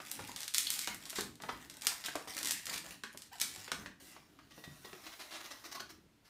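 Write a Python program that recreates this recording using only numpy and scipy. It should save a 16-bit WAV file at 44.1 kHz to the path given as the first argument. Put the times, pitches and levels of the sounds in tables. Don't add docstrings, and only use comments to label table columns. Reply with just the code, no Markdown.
import sys
import numpy as np
from scipy import signal
from scipy.fft import rfft, irfft, next_fast_len
from scipy.io import wavfile
from scipy.ndimage import uniform_filter1d

SR = 44100
rng = np.random.default_rng(int(sys.argv[2]) if len(sys.argv) > 2 else 0)


def store_wav(level_fs):
    pcm = np.round(np.clip(np.atleast_2d(level_fs), -1, 1) * 32767)
    wavfile.write(sys.argv[1], SR, pcm.T.astype(np.int16))


N = 277389
TIME = np.arange(N) / SR


def from_db(db):
    return 10 ** (np.asarray(db) / 20)


def rms_one(x):
    return x / np.sqrt(np.mean(x ** 2) + 1e-20)


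def gain_curve(rows, column):
    rows = np.array(rows)
    return from_db(np.interp(TIME, rows[:, 0], rows[:, column], left=-120, right=-120))


def at_hz(points, hz):
    points = np.array(points)
    return np.interp(np.log(hz + 1), np.log(points[:, 0]), points[:, 1])


def coloured(x, spectrum):
    size = next_fast_len(N + SR // 10)
    gain = from_db(at_hz(spectrum, np.fft.rfftfreq(size, 1 / SR)))
    return irfft(rfft(x, size) * gain, size)[:N]


def band(x, low_hz, high_hz, order=2):
    high_hz = min(high_hz, SR * .47)
    low_hz = min(low_hz, high_hz / 2)
    return signal.sosfilt(signal.butter(order, [low_hz, high_hz], "band", fs=SR, output="sos"), x)


def resonance(x, hz, q):
    return signal.lfilter(*signal.iirpeak(hz, q, SR), x)


def resonate(x, modes):
    return x + sum(from_db(db) * resonance(x, hz, q=hz / width_hz) for hz, width_hz, db in modes)


def add(out, start_s, sound):
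    start = max(0, round(start_s * SR))
    out[start:start + len(sound)] += sound[:max(0, N - start)]


def pressure(length_s, rise_s, fall_s):
    t = TIME[:SR * 3 // 4]
    return (1 - np.exp(-t / rise_s)) * np.exp(-np.maximum(t - length_s, 0) / fall_s)


def contacts(rows, column, rise_s, fall_s):
    out = np.zeros(N)
    for row in rows:
        start_s, length_s = row[:2]
        add(out, start_s, from_db(row[column]) * pressure(length_s, rise_s, fall_s))
    return out


def tremble(size, window_samples):
    return rms_one(uniform_filter1d(rng.standard_normal(size), size=window_samples))


def drift(per_s):
    steps = rng.standard_normal(2048)
    return np.interp(TIME * per_s, np.arange(len(steps)), steps)


def shifting(x, depth_db, per_s):
    return rms_one(sum((-1) ** k * from_db(depth_db * drift(per_s)) * resonance(x, hz, q=7)
                       for k, hz in enumerate(np.geomspace(450, 15000, 22))))


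def slip_noise(slip_energy, slip_s, smooth):
    power = signal.lfilter([1], [1, -np.exp(-2 / (slip_s * SR))], slip_energy + 1e-18)
    return rms_one(np.sqrt(power / power.mean() + smooth) * rng.standard_normal(len(power)))


def friction(per_s, spread_db, slip_s, smooth):
    sizes = from_db(spread_db * np.minimum(rng.exponential(1, N), 3))
    slipping = rng.random(N) < per_s / SR
    return slip_noise(slipping * sizes ** 2, slip_s, smooth)


def slip_train(per_s, size, jitter, spread_db, slip_s, smooth):
    gaps, sizes = rng.standard_normal((2, 2400))
    onsets = (np.cumsum(np.exp(jitter * gaps)) * SR / per_s).astype(int)
    inside = onsets < size
    slip_energy = np.zeros(size)
    slip_energy[onsets[inside]] = from_db(spread_db * np.clip(sizes[inside], -1.5, 1.5)) ** 2
    return slip_noise(slip_energy, slip_s, smooth)


def burst(centre_hz, decay_s, width, crack):
    t = TIME[:SR // 20]
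    fade = np.exp(-t / decay_s)
    shiver = rng.standard_normal(len(t)) * fade
    shiver[2] += crack
    phases = np.angle(rfft(shiver, 2 * len(t)))
    scattered = irfft(np.exp(1j * phases))[:len(t)]
    sound = band(scattered, centre_hz / width, centre_hz * width, order=1)
    sound = band(sound, centre_hz / width ** 2, SR / 2, order=1)
    return rms_one(sound) * np.sqrt(np.mean(fade ** 2))


def ring(hz, decay_cycles=3.5):
    cycles = hz * TIME[:SR // 5]
    return np.sin(2 * np.pi * cycles) * np.exp(-cycles / decay_cycles)


# frequency in Hz, gain in dB.
AIR_SPECTRUM = [(18, -60), (35, -9.5), (123, -7), (225, -14), (360, -17), (2910, -23), (15500, -36)]


def still_air(level_db=-71):
    return from_db(level_db) * rms_one(coloured(rng.standard_normal(N), AIR_SPECTRUM))


# start in seconds, length in seconds, crackle in dB, rub in dB,
# relative tube murmur in dB.
TWISTS = [(0, 0.32, -54.5, -62, -62), (.355, 0.096, -55, -59, -95), (.54, 0.26, -49.5, -64, -66),
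          (.872, 0.049, -53, -52.5, -54.5), (1.0, 0.2, -58.5, -64, -84), (1.165, 0.09, -75, -60, -55),
          (1.41, 0.24, -63.5, -61, -58.5), (1.7, 0.38, -63, -68, -74), (1.81, 0.13, -52, -59, -82),
          (2.04, 0.21, -62, -66.5, -70), (2.275, 0.079, -49.5, -61.5, -61.5),
          (2.357, 0.053, -53, -54.5, -65), (2.43, 0.061, -50, -52.5, -60.5), (2.55, 0.21, -56.5, -69, -90),
          (2.668, 0.076, -52, -53, -59.5), (2.84, 0.075, -55, -60.5, -58.5),
          (3.04, 0.23, -67, -75.5, -71.5), (3.315, 0.14, -60, -73, -77), (3.41, 0.26, -56.5, -63.5, -68.5),
          (3.715, 0.12, -63.5, -59.5, -55.5)]
# frequency in Hz, gain in dB.
CRACKLE_SPECTRUM = [(700, -32.5), (1400, -23.5), (1800, 6.5), (2300, 8), (4000, 7.5), (7000, 6), (9500, 4),
                    (10500, 0.5), (12500, 1.5), (15500, -7.5)]
RUB_SPECTRUM = [(200, -14), (400, -4.5), (800, 2.5), (1300, 1), (2000, 2.5), (3000, -31.5), (6000, -15.5)]
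GRIP_S, LET_GO_S = 0.0011, 0.03


def twisting():
    fine = friction(per_s=200, spread_db=3.5, slip_s=.0008, smooth=.15)
    fine = shifting(fine, depth_db=2.4, per_s=40)
    coarse = friction(per_s=130, spread_db=2.5, slip_s=.004, smooth=.3)
    crackle = contacts(TWISTS, 2, GRIP_S, LET_GO_S) * rms_one(coloured(fine, CRACKLE_SPECTRUM))
    rub = contacts(TWISTS, 3, GRIP_S, LET_GO_S) * rms_one(coloured(coarse, RUB_SPECTRUM))
    return crackle + rub


# time in seconds, relative level in dB.
LAYING_DOWN = [(4.0, -75), (4.3, -66), (4.69, -66), (4.8, -68.5), (5.15, -74.5), (6.05, -66), (6.29, -83)]
# frequency in Hz, gain in dB.
MURMUR_SPECTRUM = [(25, -29), (50, -3.5), (100, -6), (150, -5), (190, -2.5), (275, 0.5), (370, -6.5),
                   (520, -17.5), (1000, -48)]


def murmur():
    bumps = friction(per_s=70, spread_db=1.5, slip_s=.012, smooth=.4)
    sway = contacts(TWISTS, column=4, rise_s=0.0059, fall_s=0.093) + gain_curve(LAYING_DOWN, column=1)
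    return from_db(-2.5) * sway * rms_one(coloured(bumps, MURMUR_SPECTRUM))


# start in seconds, relative thud in dB, pitch in Hz,
# relative ring in dB.
KNOCKS = [(.002, -41.5, 1210, -44), (.191, -38, 860, -42.5), (0.204, -42.5, 106, -57),
          (.294, -54, 980, -41), (.875, -34, 1480, -41), (1.129, -42.5, 1240, -50),
          (1.186, -38, 407, -36.5), (1.186, -36, 1130, -37.5), (1.401, -47, 1130, -62),
          (1.436, -38, 890, -43), (1.491, -34, 1070, -41), (1.871, -38.5, 1470, -35),
          (2.084, -38, 1620, -30.5), (2.154, -34.5, 1190, -34), (2.156, -37, 587, -38.5),
          (2.274, -43, 1006, -39.5), (2.667, -53, 1850, -43), (3.0378, -39, 1610, -34),
          (3.148, -46, 393, -49.5), (3.416, -43, 2180, -32.5), (3.562, -57, 780, -47.5),
          (3.579, -48.5, 97, -62), (3.678, -40, 1470, -64), (3.718, -34, 1475, -30),
          (3.86, -40.5, 1740, -39), (4.164, -49, 1090, -49), (4.389, -52, 1260, -57),
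          (4.578, -45.5, 305, -60), (4.639, -48.5, 1900, -54), (4.676, -48, 147.5, -50),
          (4.848, -46, 384, -52), (4.93, -42.5, 1368, -45), (4.932, -55, 370, -50)]


def knocks(round_trip_s=.0046, end_reflection=0.22):
    out = np.zeros(N)
    for start_s, thud_db, pitch_hz, ring_db in KNOCKS:
        thud = burst(pitch_hz, decay_s=0.0058, width=2.52, crack=1.6)
        thud = band(thud, 66, pitch_hz * 2, order=1)
        air_thump = from_db(-12) * burst(centre_hz=320, decay_s=0.0057, width=1.6, crack=3.6)
        pulse = from_db(thud_db) * (thud + air_thump)
        trip_s = round_trip_s * rng.uniform(.85, 1.15)
        for trip in range(4):
            add(out, start_s + trip * trip_s, end_reflection ** trip * pulse)
        add(out, start_s, from_db(ring_db) * ring(pitch_hz))
    return from_db(1.14) * out


# frequency in Hz, bandwidth in Hz, gain in dB.
TUBE_MODES = [(148, 2.5, -3), (296, 8.2, -1.5)]


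def air_tube():
    return resonate(knocks() + murmur(), TUBE_MODES)


# start in seconds, relative level in dB, centre in Hz,
# crack from about 1 (soft tear) to 9 (hard click).
SNAPS = [(0.115, -24.5, 9300, 4.6), (0.275, -40, 8260, 4), (0.362, -30, 5580, 1.5), (0.4053, -31, 6450, 4),
         (0.4168, -35, 5370, 3), (0.432, -30.5, 4870, 3), (0.4796, -27.5, 5640, 3),
         (0.5388, -28.5, 6960, 1), (0.5458, -18.5, 6060, 1.8), (0.5501, -26, 6600, 3),
         (0.5824, -14.5, 7000, 8.2), (0.5928, -34, 6060, 4.3), (0.605, -27, 6000, 5),
         (0.631, -34, 5800, 3.3), (0.67, -29.5, 5550, 1.1), (0.7036, -19, 7760, 0.86),
         (0.7388, -29.5, 6700, 3.3), (0.791, -23.5, 6500, .6), (0.845, -34, 6500, 2.5),
         (0.874, -26, 4760, 5.4), (0.9455, -33, 8750, 2.4), (1.0545, -36, 4850, 1.6), (1.098, -31, 7100, 4),
         (1.104, -31.5, 6900, 4), (1.2084, -26, 6500, 2.2), (1.3552, -46.5, 6400, 2),
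         (1.421, -37.5, 5050, 2), (1.6985, -36.5, 5450, 2.4), (1.769, -42, 8200, 4), (1.82, -32.5, 5530, 2),
         (1.869, -13.5, 6100, 5), (2.061, -27.5, 5130, 3), (2.156, -30, 6340, 8.8),
         (2.367, -30, 6500, 0.83), (2.38, -30.5, 5230, 1.5), (2.388, -30.5, 6000, 1.2),
         (2.43, -26.5, 6100, .6), (2.4475, -26.5, 6500, 1.8), (2.4568, -25, 6200, 3),
         (2.4724, -24, 6350, 3), (2.485, -28, 6000, 3), (2.5092, -19, 6740, 4.4),
         (2.5201, -23.5, 7000, 4.8), (2.656, -31, 7050, 2.7), (2.6677, -30, 4200, 3),
         (2.742, -29, 4660, 1.4), (2.779, -30.5, 5770, 3), (3.036, -34.5, 3260, 2.3),
         (3.174, -34.5, 6500, 1.6), (3.22, -38.5, 5740, 2.2), (3.3998, -27.5, 6400, 1.7),
         (3.4144, -18, 7000, 2.8), (3.5607, -36.5, 4970, 2.4), (3.717, -25.5, 4300, 2.3)]
# frequency in Hz, gain in dB.
LATEX_RESPONSE = [(600, -0.5), (1500, 4.5), (2700, -1.5), (4000, -1), (6500, -5), (9500, -3.5),
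                  (10400, -9.5), (11500, -3.5), (15500, -10.5)]


def snaps(ring_ratio=0.64, ring_db=-16.5, small_per_s=11, small_db=11, small_spread_db=1):
    loud = np.zeros(N)
    for start_s, level_db, centre_hz, crack in SNAPS:
        tear = burst(centre_hz, decay_s=0.002, width=1.73, crack=crack)
        add(loud, start_s, from_db(level_db) * tear)
        add(loud, start_s, from_db(level_db + ring_db) * ring(centre_hz * ring_ratio))
    small_tear = burst(centre_hz=7000, decay_s=0.0018, width=3.7, crack=3)
    sizes = from_db(small_db + small_spread_db * rng.standard_normal(N))
    crackle_gain = contacts(TWISTS, 2, GRIP_S, LET_GO_S)
    slips = (rng.random(N) < small_per_s / SR) * sizes * crackle_gain
    small = signal.fftconvolve(slips, small_tear)[:N]
    return from_db(0.68) * coloured(loud + small, LATEX_RESPONSE)


# start in seconds,
# length in seconds, relative level in dB, centre in Hz, slips per second.
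RASPS = [(0.548, 0.044, -38.5, 6400, 220), (0.699, 0.061, -39.5, 7900, 260), (0.804, 0.032, -40, 6870, 170),
         (1.154, 0.036, -38, 4600, 600), (2.036, 0.021, -43, 3860, 253), (2.46, 0.043, -42.5, 5500, 250),
         (2.717, 0.057, -44, 4300, 148), (3.407, 0.016, -33, 5460, 620), (4, 0.12, -57.5, 7500, 550),
         (4.559, 0.79, -62.5, 10100, 540)]


def rasps(width=1.93):
    out = np.zeros(N)
    for start_s, length_s, level_db, centre_hz, slips_per_s in RASPS:
        force = pressure(length_s, rise_s=0.0011, fall_s=0.015)
        grain = slip_train(slips_per_s, len(force), jitter=.25, spread_db=3, slip_s=.001, smooth=.2)
        rasp = band(grain, centre_hz / width, centre_hz * width, order=1)
        rasp = band(rasp, centre_hz / 4, SR / 2, order=1)
        add(out, start_s, from_db(level_db) * force * rms_one(rasp))
    return coloured(out.std() * shifting(out, depth_db=1.8, per_s=45), LATEX_RESPONSE)


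# start in seconds, length in seconds, first pitch in Hz,
# last pitch in Hz, level in dB, overtones in dB relative to the fundamental.
SQUAWKS = [(0.668, 0.005, 4270, 4230, -32.5, -18), (1.486, 0.017, 1003, 1415, -42.5, -10.5),
           (2.056, 0.014, 3630, 3080, -43, -8), (5.753, 0.03, 1243, 1004, -52, -14),
           (5.796, 0.0104, 1385, 1453, -45, -2.5), (5.812, 0.019, 1320, 1630, -54, -22)]


def squawks(jitter=.13):
    out = np.zeros(N)
    for start_s, length_s, first_hz, last_hz, level_db, overtone_db in SQUAWKS:
        force = pressure(length_s, rise_s=0.00092, fall_s=0.0008)
        waver = tremble(len(force), window_samples=40)
        glide_hz = np.interp(TIME[:len(force)], [0, length_s], [first_hz, last_hz])
        phase = 2 * np.pi * np.cumsum(glide_hz * (1 + jitter * waver)) / SR
        overtones = from_db(overtone_db) * sum(np.sin(k * phase) for k in range(2, 5))
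        add(out, start_s, from_db(level_db) * force * rms_one(np.sin(phase) + overtones))
    return out


# start in seconds, length in seconds, pitch in Hz, level in dB, # waver as a share of the pitch.
WHINES = [(0.826, 0.031, 2240, -50, 0.067), (0.897, 0.033, 2080, -53.5, 0.068),
          (2.452, .14, 1948, -52.5, 0.088), (3.043, .06, 1827, -61, 0.09), (4.041, 0.14, 2006, -67, 0.032)]


def whines(overtone_ratio=1.4, overtone_db=-10):
    out = np.zeros(N)
    for start_s, length_s, hz, level_db, jitter in WHINES:
        force = pressure(length_s, rise_s=0.0013, fall_s=0.012)
        for ratio, partial_db in ((1, 0), (overtone_ratio, overtone_db)):
            waver = tremble(len(force), window_samples=130)
            flutter = 1 + .4 * tremble(len(force), window_samples=130)
            phase = 2 * np.pi * np.cumsum(hz * ratio * (1 + jitter * waver)) / SR
            add(out, start_s, from_db(level_db + partial_db) * force * flutter * np.sin(phase))
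    return out


# time in seconds, pitch in Hz, level in dB.
SQUEAK_PATH = [(3.311, 807, -103), (3.316, 772, -62), (3.324, 759, -55), (3.337, 1012, -50),
               (3.348, 917, -61), (3.360, 716, -54), (3.368, 630, -91)]
# frequency in Hz, gain in dB.
SKIN_RESPONSE = [(900, 5), (2000, -2), (2550, -9.5), (3100, -6.5), (6000, -17)]


def squeak(jitter=0.02, roughness=.22):
    times_s, pitches_hz, _ = np.transpose(SQUEAK_PATH)
    waver = tremble(N, window_samples=80)
    flutter = 1 + roughness * tremble(N, window_samples=80)
    hz = np.interp(TIME, times_s, pitches_hz)
    phase = 2 * np.pi * np.cumsum(hz * (1 + jitter * waver)) / SR
    tone = sum(from_db(at_hz(SKIN_RESPONSE, k * hz)) * np.sin(k * phase) for k in range(1, 9))
    return gain_curve(SQUEAK_PATH, column=2) * rms_one(tone * flutter)


# time in seconds, relative level in dB.
PALM_PRESSURE = [(4.0, -52), (4.17, -55.5), (4.23, -63), (4.48, -62.5), (4.56, -54), (4.82, -56),
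                 (4.88, -52), (5.55, -48.5), (6.05, -75)]
# frequency in Hz, gain in dB.
HAND_SPECTRUM = [(150, -25), (320, 12), (480, -10), (620, 3.5), (850, -2.5), (1200, 1), (2000, -2),
                 (3700, -3.5), (5800, -3.5), (7600, -10), (15500, -11)]


def palm_brush():
    grain = friction(per_s=500, spread_db=2.2, slip_s=.001, smooth=.7)
    grain = shifting(grain, depth_db=2.5, per_s=25)
    brush = rms_one(coloured(grain, HAND_SPECTRUM))
    return from_db(-10.5) * gain_curve(PALM_PRESSURE, column=1) * brush


# start in seconds, length in seconds, relative level in dB, squeal in Hz.
STROKES = [(4.506, 0.017, -58.5, 3000), (4.637, 0.013, -52, 3750), (4.844, 0.015, -50.5, 3860),
           (5.033, 0.03, -55, 3820), (5.063, 0.013, -46.5, 2940), (5.116, 0.026, -55, 3840),
           (5.191, 0.033, -49, 3900), (5.306, 0.025, -48, 3470), (5.334, 0.039, -47.5, 3050),
           (5.401, 0.014, -49.5, 4000), (5.44, 0.025, -49, 4440), (5.505, 0.017, -46, 4050),
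           (5.637, 0.031, -49, 5440), (5.712, 0.018, -46.5, 5900), (5.744, 0.016, -46, 4570),
           (5.8, 0.0082, -43, 4440), (5.89, 0.023, -53.5, 5470), (6.245, 0.037, -65.5, 4960)]
# frequency in Hz, bandwidth in Hz, gain in dB.
HOLLOW_MODES = [(1150, 70, -5), (2000, 250, -3), (3940, 190, -4)]


def finger_strokes(squeal_db=-12, top_ratio=3.35):
    out = np.zeros(N)
    judder = slip_train(per_s=420, size=N, jitter=.45, spread_db=1.5, slip_s=.0016, smooth=.45)
    hollow = resonate(coloured(judder, HAND_SPECTRUM), HOLLOW_MODES)
    for start_s, length_s, level_db, squeal_hz in STROKES:
        force = pressure(length_s, rise_s=0.0028, fall_s=0.0039)
        stretch = np.roll(hollow, -round(start_s * SR))[:len(force)]
        rub = rms_one(band(stretch, 380, squeal_hz * top_ratio))
        squeal = from_db(squeal_db) * rms_one(resonance(rub, squeal_hz, q=5))
        add(out, start_s, from_db(level_db) * force * (rub + squeal))
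    return from_db(-1.5) * out


# start in seconds, level in dB.
RULER_TAPS = [(4.508, -66), (4.576, -62), (4.639, -53), (4.848, -56.5)]
# frequency in Hz, gain in dB, T60 in seconds.
RULER_MODES = [(1916, 1.5, 0.4), (3650, -9.5, 0.55), (5700, -22, 0.43)]


def ruler():
    out, t = np.zeros(N), TIME[:SR]
    for start_s, tap_db in RULER_TAPS:
        for hz, mode_db, t60_s in RULER_MODES:
            add(out, start_s, from_db(tap_db + mode_db - 60 * t / t60_s) * np.sin(2 * np.pi * hz * t))
    return out


# frequency in Hz, T60 in seconds.
ROOM_T60 = [(150, 0.43), (500, 0.25), (1400, 0.35), (15000, 0.29)]


def room(x, wet_db=-3.0, first_echo_s=0.0011):
    t, block = TIME[:SR // 2], SR // 6
    starts = range(0, N, block)
    edges_hz = np.geomspace(60, 18000, 10)
    tails = np.zeros((len(starts), len(t)))
    for low_hz, high_hz in zip(edges_hz, edges_hz[1:]):
        t60_s = at_hz(ROOM_T60, np.sqrt(low_hz * high_hz))
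        tails += band(rng.standard_normal(tails.shape), low_hz, high_hz) * from_db(-60 * t / t60_s)
    tails *= np.clip(t / first_echo_s - .5, 0, 1)
    out = np.zeros(N)
    for start, tail in zip(starts, tails):
        add(out, start / SR, signal.fftconvolve(x[start:start + block], tail / np.linalg.norm(tail)))
    return from_db(wet_db) * out


def scene():
    balloon = (squeak() + squawks() + air_tube() + snaps() + rasps() + twisting()
               + palm_brush() + finger_strokes() + whines())
    return (still_air() + balloon + room(balloon) + ruler())[None]


def record(dry):
    cutoff_hz = 15550
    return signal.sosfilt(signal.ellip(12, .1, 80, cutoff_hz, fs=SR, output="sos"), dry)


dry = scene()
out = record(dry)
store_wav(out)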